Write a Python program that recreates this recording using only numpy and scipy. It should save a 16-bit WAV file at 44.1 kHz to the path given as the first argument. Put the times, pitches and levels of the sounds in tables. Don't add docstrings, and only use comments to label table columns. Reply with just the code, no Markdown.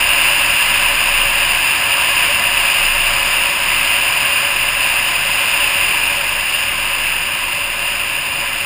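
import sys
import numpy as np
from scipy import signal
from scipy.fft import rfft, irfft, next_fast_len
from scipy.io import wavfile
from scipy.ndimage import uniform_filter1d

SR = 44100
rng = np.random.default_rng(int(sys.argv[2]) if len(sys.argv) > 2 else 0)


def unload_wav(signal):
    wavfile.write(
        sys.argv[1],
        SR,
        np.round(np.clip(np.atleast_2d(signal).T, -1, 1) * 32767).astype(np.int16),
    )


def makeup_ratio(level_db):
    decades = np.asarray(level_db, float) / 20
    return 10 ** decades


N = 381465

# t/s, level/dB
ROAR = [
    (0, -13.5),
    (1.4, -14.5),
    (2.1, -14.5),
    (4.1, -15),
    (4.6, -16),
    (5.8, -15.5),
    (6.4, -17.5),
    (7.0, -17.5),
    (7.3, -19),
    (8.65, -20),
]
# f/Hz, width/Hz, peak level/dB
WALL_MODES = [(708, 63, -13.5), (1006, 226, -8), (1237, 500, -14), (1681, 330, -7.5), (2050, 240, -8.5),
              (2493, 442, -2), (2766, 340, 1), (3164, 160, -14), (3544, 310, -16), (3795, 170, -20.5)]
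# f/Hz, width/Hz, peak level/dB
CAVITY_MODES = [(4265, 560, -11), (4904, 395, 1), (5183, 750, -7)]
# f/Hz, density/dB per Hz
LEAK_SPECTRUM = [(400, -58), (620, -18), (1500, -18.5), (3000, -20), (4000, -23), (4600, -29), (5500, -54)]
# start t/s, length/s, level/dB, f/Hz
SWAYS = [(-.05, 0.6, -35, 27.2), (.64, 0.39, -33, 26.5), (1.04, 0.29, -28.5, 26.3),
         (1.32, 0.33, -32.5, 26.4), (1.94, 0.45, -42, 26.3), (2.44, .26, -36, 26.1),
         (2.78, 0.4, -30.5, 26.1), (3.19, .32, -34.5, 26.1), (3.59, 0.29, -36, 26.3),
         (3.86, 0.37, -43, 26.3), (4.5, .33, -37, 26.1), (4.84, .28, -41, 26.2), (5.12, 0.27, -37, 26.5),
         (5.5, 0.22, -38, 26.4), (5.78, 0.13, -36.5, 26.2), (5.96, 0.48, -39.5, 28), (6.46, .27, -44, 26.9),
         (6.7, 0.57, -37.5, 26.3), (7.39, .14, -40, 26.6), (7.6, .5, -39, 26.6), (8.1, 0.16, -41, 27.7),
         (8.35, 0.26, -40, 27.6)]
# f/Hz, density/dB per Hz
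BUFFET_SPECTRUM = [(20, -28), (40, -1.5), (66, 1), (95, 0), (115, -4.5), (150, 0), (185, -6), (310, -4.5),
                   (415, -7), (520, -5.5), (680, -33)]
# centre t/s, half length/s, depth/dB
LID_LULLS = [
    (1.616, 0.12, -9),
    (7.2, .2, -4),
]
# low f/Hz, high f/Hz, share of time kept/0-1
FLICKERING_BANDS = [(5760, 5860, .85), (5860, 5950, .6), (5950, 6050, .22), (6050, 6140, .6),
                    (6140, 6240, .85), (11330, 11550, .86), (12440, 12650, .93)]

CRUISE_DB, CAVITY_DB = -14, -16
SWAY_EDGE_S, SWAY_SAG_DB_PER_S, SWAY_REST_DB = 0.1, -3, -55
BUFFET_DB, BUFFET_FOLLOWS = -37, 0.54
LID_DB, LID_FOLLOWS, LID_HZ, LID_WIDTH_HZ = -40, 0.56, 569, 38.4
GUARD_HZ, PREAMP_CEILING = 5520, 2.2
HELD_RATE_HZ, REPEATS = 12000, 4
DROPPED_LOW_HZ, DROPPED_HIGH_HZ, TOP_HZ = 11550, 12440, 15310


def curve(table):
    t_s, level_db = np.transpose(table)
    return np.interp(np.arange(N) / SR, t_s, level_db)


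def unit(x):
    return x / np.sqrt(np.mean(x ** 2))


def walk(rate_hz):
    hold = int(SR / rate_hz)
    steps = np.repeat(rng.standard_normal(1000), hold)[:N]
    return unit(uniform_filter1d(uniform_filter1d(steps, hold), hold))


def ring(hz, width_hz):
    b, a = signal.iirpeak(hz, hz / width_hz, SR)
    once = signal.lfilter(b, a, rng.standard_normal(N))
    return signal.lfilter(b, a, once)


def coloured(spectrum):
    hz, db = np.transpose(spectrum)
    size = next_fast_len(N)
    f_hz = np.maximum(np.arange(size // 2 + 1) * SR / size, 1)
    gain_db = np.interp(np.log(f_hz), np.log(hz), db, left=-90, right=-90)
    return irfft(rfft(rng.standard_normal(size)) * makeup_ratio(gain_db), size)[:N]


def resonances(modes, flicker_db, rate_hz):
    total = np.zeros(N)
    for hz, width_hz, db in modes:
        total += makeup_ratio(db + flicker_db * walk(rate_hz)) * ring(hz, width_hz)
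    return total


def housing(roar_db):
    walls = unit(resonances(WALL_MODES, flicker_db=0.17, rate_hz=12) + coloured(LEAK_SPECTRUM))
    cavity = unit(resonances(CAVITY_MODES, flicker_db=0, rate_hz=14))
    gusts_db = 0.37 * walk(16)
    return makeup_ratio(roar_db + gusts_db) * (makeup_ratio(0.37) * walls + makeup_ratio(CAVITY_DB + 3.0) * cavity)


def mount():
    t_s = np.arange(N) / SR
    size = makeup_ratio(SWAY_REST_DB)
    for start_s, length_s, db, _ in SWAYS:
        nearest_end_s = np.minimum(t_s - start_s, start_s + length_s - t_s)
        edge = np.clip(nearest_end_s / SWAY_EDGE_S + 0.38, 0, 1)
        sag_db = SWAY_SAG_DB_PER_S * (t_s - start_s - length_s / 2)
        size = size + makeup_ratio(db + sag_db) * np.sin(np.pi / 2 * edge) ** 2
    centres_s = [start_s + length_s / 2 for start_s, length_s, _, _ in SWAYS]
    hz = np.interp(t_s, centres_s, [sway[3] for sway in SWAYS])
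    tone = np.sqrt(2) * np.sin(2 * np.pi * np.cumsum(hz) / SR)
    return makeup_ratio(1.5 * walk(9)) * size * tone


def buffet(ease_db):
    level_db = BUFFET_DB + BUFFET_FOLLOWS * ease_db + 1.0
    return makeup_ratio(level_db + 0.5 * walk(6)) * unit(coloured(BUFFET_SPECTRUM))


def lid(ease_db):
    t_s = np.arange(N) / SR
    lulls_db = sum(db * np.exp(-((t_s - centre_s) / half_s) ** 2) for centre_s, half_s, db in LID_LULLS)
    level_db = LID_DB + LID_FOLLOWS * ease_db + lulls_db + 4.0
    return makeup_ratio(level_db) * unit(ring(LID_HZ, LID_WIDTH_HZ))


def scene():
    roar_db = curve(ROAR)
    ease_db = roar_db - CRUISE_DB
    return (housing(roar_db) + mount() + buffet(ease_db) + lid(ease_db))[None]


def sample_and_hold(dry):
    x = signal.sosfilt(signal.butter(10, GUARD_HZ, fs=SR, output="sos"), dry)
    x = PREAMP_CEILING * np.tanh(x / PREAMP_CEILING)
    coarse = signal.resample_poly(x, HELD_RATE_HZ, SR, axis=1)
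    held = np.repeat(coarse, REPEATS, axis=1)
    return signal.resample_poly(held, SR, HELD_RATE_HZ * REPEATS, axis=1)[:, :N]


def drop_faint_bands(x):
    size = next_fast_len(N)
    f_hz = np.arange(size // 2 + 1) * SR / size
    kept = (f_hz < TOP_HZ) & ((f_hz < DROPPED_LOW_HZ) | (f_hz > DROPPED_HIGH_HZ))
    spectrum = makeup_ratio(-0.01) * rfft(x, size) * kept
    out = irfft(spectrum, size)[:, :N]
    shared_mood = walk(30)
    for low_hz, high_hz, share in FLICKERING_BANDS:
        band = irfft(spectrum * ((f_hz >= low_hz) & (f_hz < high_hz)), size)[:, :N]
        mood = shared_mood + 0.6 * walk(30)
        on = uniform_filter1d(1.0 * (mood < np.quantile(mood, share)), size=500)
        out = out + (on / np.sqrt(share) - 1) * band
    return out


def roll_off(x):
    return signal.sosfilt(signal.butter(12, 15800, fs=SR, output="sos"), x)


def record(dry):
    mix = drop_faint_bands(sample_and_hold(dry))
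    return roll_off(mix)


dry = scene()
out = record(dry)
unload_wav(out)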